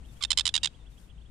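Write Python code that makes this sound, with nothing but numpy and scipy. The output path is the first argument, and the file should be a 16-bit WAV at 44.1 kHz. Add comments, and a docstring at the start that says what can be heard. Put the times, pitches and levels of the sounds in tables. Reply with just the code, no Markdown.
"""Six harsh calls chatter from a gull close by on the right, on a grassy bank beside a channel.
A soft croak leads in; each call is a rattle of three or four bursts, each burst a few voice pulses
near 1 kHz that ring the throat. Grass and bank reflect the sound. Far birds chirp and whistle,
something rustles softly, and wind rumbles over a low drone and a faint hiss."""
import sys
import numpy as np
from scipy import signal
from scipy.fft import rfft, irfft
from scipy.io import wavfile
from scipy.ndimage import uniform_filter1d

SR = 44100
rng = np.random.default_rng(int(sys.argv[2]) if len(sys.argv) > 2 else 0)


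def wav_out(sig):
    """Save sig, one row per channel (or a flat mono array), as 16-bit PCM at SR to the path in sys.argv[1]."""
    wavfile.write(sys.argv[1], SR, np.round(np.clip(np.atleast_2d(sig).T, -1, 1) * 32767).astype(np.int16))


N = 57330
TIME_S = np.arange(N) / SR


def undb(db):
    """Decibels to gain."""
    return 10 ** (np.asarray(db) / 20)


def unit(x):
    """Scale to rms 1."""
    return x / np.sqrt(np.mean(x ** 2))


def pan(x, db):
    """Place by level difference; positive dB is left."""
    gains = undb(np.array([[db], [-db]]) / 2)
    return x * gains / gains.mean()


def add(out, x, start_s):
    """Mix x into out from start_s."""
    i = max(int(start_s * SR), 0)
    out[i:i + len(x)] += x[:max(len(out) - i, 0)]


def sine(hz):
    """Sine following a frequency track."""
    return np.sin(2 * np.pi * np.cumsum(hz) / SR)


def curve_db(points, hz):
    """Interpolate (frequency [Hz], level [dB]) points on a log-frequency axis."""
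    point_hz, db = np.array(points).T
    return np.interp(np.log(np.maximum(hz, 1)), np.log(point_hz), db)


def noise(spectrum):
    """Coloured noise, rms 1."""
    gain = undb(curve_db(spectrum, np.fft.rfftfreq(N, 1 / SR)))
    return unit(irfft(rfft(rng.standard_normal(N)) * gain, N))


def stereo_noise(spectrum, side_db):
    """Coloured mid/side noise, rms 1."""
    return unit(noise(spectrum) + undb(side_db) * noise(spectrum) * np.array([[1], [-1]]))


def walk(rate_hz):
    """Smooth random drift, rms 1."""
    hold = int(SR / rate_hz)
    steps = np.repeat(rng.standard_normal(N // hold + 1), hold)
    return unit(uniform_filter1d(uniform_filter1d(steps, hold), hold)[:N])


def scatter(x, t60_s):
    """Decaying diffuse reflections, uncorrelated left and right."""
    t = TIME_S[:N // 2]
    onset = np.minimum(t / 0.0038, 1)
    tail = rng.standard_normal((2, len(t))) * undb(-60 * t / t60_s) * onset
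    tail /= np.sqrt(np.sum(tail ** 2) / 2)
    return signal.fftconvolve(x[None], tail, axes=1)[:, :N]


def wind():
    """Low rumble, drifting in level."""
    # rumble density (frequency [Hz], level [dB])
    spectrum = [(20, -3), (35, 0), (60, -1.5), (85, -4.5), (130, -7.5), (220, -14), (400, -27), (800, -37),
                (2000, -69.5)]
    return undb(-51.5 + 1.5 * walk(rate_hz=7)) * stereo_noise(spectrum, side_db=-12)


def drone():
    """Low tone, wavering in pitch and level."""
    # drone envelope (time [s], level [dB])
    envelope = [(0.0, -43), (0.17, -53), (0.206, -65), (0.238, -46.5), (0.466, -46.5), (0.514, -65),
                (0.622, -44), (0.684, -60.5), (0.916, -45), (0.998, -72), (1.042, -46.5), (1.07, -61),
                (1.234, -48.5), (1.3, -50)]
    level_db = np.interp(TIME_S, *np.array(envelope).T) - .5
    pitch_hz = 55.5 + 3 * walk(rate_hz=14.12)
    return undb(level_db) * np.sqrt(2) * sine(pitch_hz)


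def hiss():
    """Faint airy noise, easing in the second half."""
    # hiss density (frequency [Hz], level [dB])
    spectrum = [(100, -8), (400, -0.5), (1000, -5.5), (2000, -10), (3200, -9.5), (5000, -19), (9000, -16.5),
                (11500, -33.5), (16000, -40)]
    # hiss envelope (time [s], level [dB])
    envelope = [(0, 0), (.4, 0.5), (.8, -2), (1.05, -3.5), (1.15, -3.5), (1.3, -3.5)]
    level_db = -63 + np.interp(TIME_S, *np.array(envelope).T) + .6 * walk(rate_hz=14)
    return undb(level_db) * stereo_noise(spectrum, side_db=-1)


def rustle():
    """Two soft swells of bright, flickering noise."""
    # rustle density (frequency [Hz], level [dB])
    spectrum = [(500, -8.5), (1500, 7), (4500, 5), (9000, 7), (12000, 2.5), (16000, -2)]
    # swells (centre [s], half length [s], level [dB])
    swells = [(0.162, 0.11, -66), (0.995, 0.087, -67.5)]
    envelope = sum(undb(db) * np.exp(-((TIME_S - centre_s) / half_s) ** 4)
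                   for centre_s, half_s, db in swells)
    flicker = undb(2 * walk(rate_hz=122.2))
    return envelope * flicker * stereo_noise(spectrum, side_db=-1)


def far_birds():
    """Arched chirps and thin sagging whistles: near sines on the right, with reflections."""
    # chirps (time of top [s], top pitch [Hz], level [dB])
    chirps = [(.058, 3350, -62), (.175, 3360, -62), (0.289, 3480, -59), (0.512, 3540, -56),
              (.632, 3430, -53), (.753, 3380, -60), (.874, 3450, -60), (0.985, 3376, -60),
              (1.105, 3400, -59), (1.114, 3100, -62.5), (1.187, 3250, -63), (1.222, 3540, -63),
              (1.266, 3430, -63)]
    # whistles (start [s], length [s], pitch [Hz], level [dB])
    whistles = [(0.081, 0.038, 3690, -65), (0.789, 0.059, 3710, -68), (0.917, .04, 3760, -71),
                (1.03, 0.03, 3780, -72), (1.145, 0.03, 3730, -73), (1.194, 0.038, 4500, -79),
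                (1.273, .035, 3800, -76)]
    rise_s, fall_s, sweep = .010, .011, .26
    swell_s, fade_s, lead_s = .0068, .005, .002
    sag, waver = .07, .011
    out = np.zeros(N)
    for top_s, top_hz, db in chirps:
        from_top_s = (TIME_S - top_s) * np.exp(.12 * rng.standard_normal())
        arch = np.exp(-(from_top_s / np.where(from_top_s < 0, rise_s, fall_s)) ** 2)
        from_peak_s = (from_top_s + lead_s).clip(-1, 1)  # level peaks before pitch
        envelope = 1 / np.cosh(from_peak_s / np.where(from_peak_s < 0, swell_s, fade_s))
        out += undb(db) * envelope * sine(top_hz * (1 - sweep * (1 - arch)))
    for start_s, length_s, pitch_hz, db in whistles:
        share = np.clip((TIME_S - start_s) / length_s, 0, 1)
        hz = pitch_hz * (1 - sag * share) * (1 + waver * walk(rate_hz=150))
        out += undb(db) * np.abs(np.sin(np.pi * share)) ** .5 * sine(hz)
    return pan(out, db=-12.5) + undb(-20) * scatter(out, t60_s=0.35)


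def throat(hz, tuning, tilt_db_oct, ring_db):
    """Response of windpipe, throat and beak: minimum phase times an all-pass."""
    # throat colour (frequency [Hz], level [dB])
    colour = [(200, -66.5), (600, -18.5), (1050, -21), (1500, -9), (2000, -15.5), (2450, -9.5),
              (2900, -1.5), (4000, -1.5), (4500, -6), (5100, -4), (5700, -9.5), (6300, -15), (7100, -13),
              (8200, -12.5), (9800, -18.5), (12000, -37.5), (13500, -63), (16000, -70.5)]
    # throat resonances (centre [Hz], width [Hz], lift [dB])
    resonances = [(3840, 170, 4.5), (7220, 440, 7.6)]
    ring_hz, ring_width_hz = 3650, 163  # windpipe
    beak_hz, smear_width_hz = 3780, 4200
    octaves = np.log2(np.maximum(hz, 1) / beak_hz).clip(-2, 2)
    db = curve_db(colour, hz / tuning) + tilt_db_oct * octaves
    for centre_hz, width_hz, lift_db in resonances + [(ring_hz, ring_width_hz, ring_db)]:
        detune = 2 * (hz / tuning - centre_hz) / width_hz
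        db += 10 * np.log10(1 + (undb(lift_db) ** 2 - 1) / (1 + detune ** 2))
    cepstrum = irfft(np.log(undb(db)))
    half = len(cepstrum) // 2
    cepstrum[1:half] *= 2
    cepstrum[half + 1:] = 0
    pole = ring_hz ** 2 - hz ** 2 + 1j * hz * smear_width_hz
    smear = pole.conj() / pole  # slightly delays the band round the ring
    return np.exp(rfft(cepstrum)) * smear


def pulses(hz, shape, length_s, pitch_hz):
    """Spectrum of a few slightly uneven pulses from one side of the voice box."""
    period_jitter, force_jitter_db = .014, .9
    share, bend, level_db = np.array(shape).T
    out, at_s = 0, 0.
    for stretch, force in rng.standard_normal((24, 2)):
        fade = np.clip((length_s - at_s) * pitch_hz + .5, 0, 1)
        pulse_db = np.interp(at_s / length_s, share, level_db) + force_jitter_db * force
        out = out + fade * undb(pulse_db) * np.exp(-2j * np.pi * hz * at_s)
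        rate_hz = pitch_hz * np.interp(at_s / length_s, share, bend)
        at_s += np.exp(period_jitter * stretch) / rate_hz
    return out


def burst(start_s, shape, length_s, pitch_hz, tuning, second_db, rasp_db, tilt_db_oct, ring_db):
    """The voice catches; both sides of the voice box and a rasp of air ring the throat."""
    size, second_ratio = 2048, 1.12
    catch_s, catch_db = .0008, -18  # weak pulse just ahead of the voice
    share, _, level_db = np.array(shape).T
    t, hz = TIME_S[:size], np.fft.rfftfreq(size, 1 / SR)
    first_side = pulses(hz, shape, length_s, pitch_hz)
    second_side = undb(second_db) * pulses(hz, shape, length_s, pitch_hz * second_ratio)
    voice = (first_side + second_side) * np.exp(-2j * np.pi * hz * catch_s)
    gate = np.abs(np.sin(np.pi * np.minimum(t / (2.16 * length_s), 1))) ** .5
    rasp_gain = undb(rasp_db + np.interp(t / length_s, share, level_db) / 2)
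    rasp = rasp_gain * gate * rng.standard_normal(size) * np.sqrt(pitch_hz / SR)
    source = undb(catch_db + level_db[0]) + voice + rfft(rasp)
    out = np.zeros(N)
    add(out, irfft(source * throat(hz, tuning, tilt_db_oct, ring_db)), start_s - catch_s)
    return out


def gull():
    """A croak, then calls: clear opening, two-voiced middle bursts, late low ringing close."""
    # calls (start [s], opening length [s], gap to second burst [s], beat [s], middle bursts [count],
    # pitch [Hz], throat tuning [ratio], opening [dB], middle [dB], closing [dB], closing ring [dB])
    calls = [ (0.225, 0.0075, .0122, 0.0094, 1, 1061, 0.992, -5, 1.5, -1, 6.5),
             (0.3051, 0.0071, .0112, .0107, 1, 1022, 1.002, 3, 4, -3.5, 7.5),
             (0.3745, 0.0061, .0110, .0101, 2, 1023, 1.003, 4.5, 3, -1.5, 11.5),
             (0.455, 0.0063, .0112, .0105, 2, 1002, 0.99, 1.5, 1.5, -4, 13.5),
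             (0.5407, .0070, .0118, .0110, 2, 955, .97, 1.5, 2.5, -3, 12.5),
             (0.6324, 0.0099, 0.013, 0.012, 2, 947, 0.96, -0.5, 2, -8.5, 13.5)]
    # burst shapes (position [share of length], pitch [ratio], level [dB])
    croak = [(0, 1.2, -10), (.3, .98, -1), (.7, 1.04, 0), (1, 1.05, -5)]
    opening = [(0, 1.0, -.5), (.3, 1.005, .5), (.65, .99, -1.5), (1, .93, -10)]
    middle = [(0, 1.03, -1), (.3, 1.0, -.5), (.65, .97, -2), (1, .86, -15)]
    closing = [(0, .87, 0), (.3, .86, -4), (.65, .84, -9), (1, .78, -15)]
    out = undb(-18) * burst(start_s=.2085, shape=croak, length_s=.0145, pitch_hz=1120, tuning=1,
                            second_db=-22, rasp_db=-14, tilt_db_oct=-9, ring_db=0)
    for (start_s, open_s, gap_s, beat_s, count, pitch_hz, tuning,
         open_db, middle_db, close_db, ring_db) in calls:
        out += undb(open_db) * burst(start_s, opening, open_s, pitch_hz, tuning,
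                                     second_db=-24, rasp_db=-13, tilt_db_oct=.3, ring_db=2)
        middle_s, close_s = .005, .0065
        beats_s = start_s + gap_s + beat_s * np.arange(round(count))
        for at_s in beats_s:
            out += undb(middle_db) * burst(at_s, middle, middle_s, pitch_hz, tuning,
                                           second_db=-6, rasp_db=-13, tilt_db_oct=.2, ring_db=3)
        last_s = beats_s[-1] + 1.3 * beat_s
        out += undb(close_db) * burst(last_s, closing, close_s, pitch_hz, tuning,
                                      second_db=-38, rasp_db=-18.5, tilt_db_oct=-2, ring_db=ring_db)
    return undb(2) * out


def scene():
    """Near gull with reflections off grass and bank; far birds; background leaning left."""
    voice = gull()
    grass = undb(-16.5) * scatter(voice, t60_s=0.012)
    bank = undb(-36) * scatter(voice, t60_s=0.6)
    birds = far_birds()
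    background = pan(wind() + drone(), db=7) + pan(hiss(), db=2) + pan(rustle(), db=6.5)
    return background + birds + bank + pan(voice + grass, db=-10.5)


def record(dry):
    """Steep low-pass on the top treble."""
    cutoff_hz = 15000
    return signal.sosfilt(signal.ellip(8, .2, 70, cutoff_hz, fs=SR, output="sos"), dry)


dry = scene()
out = record(dry)
wav_out(out)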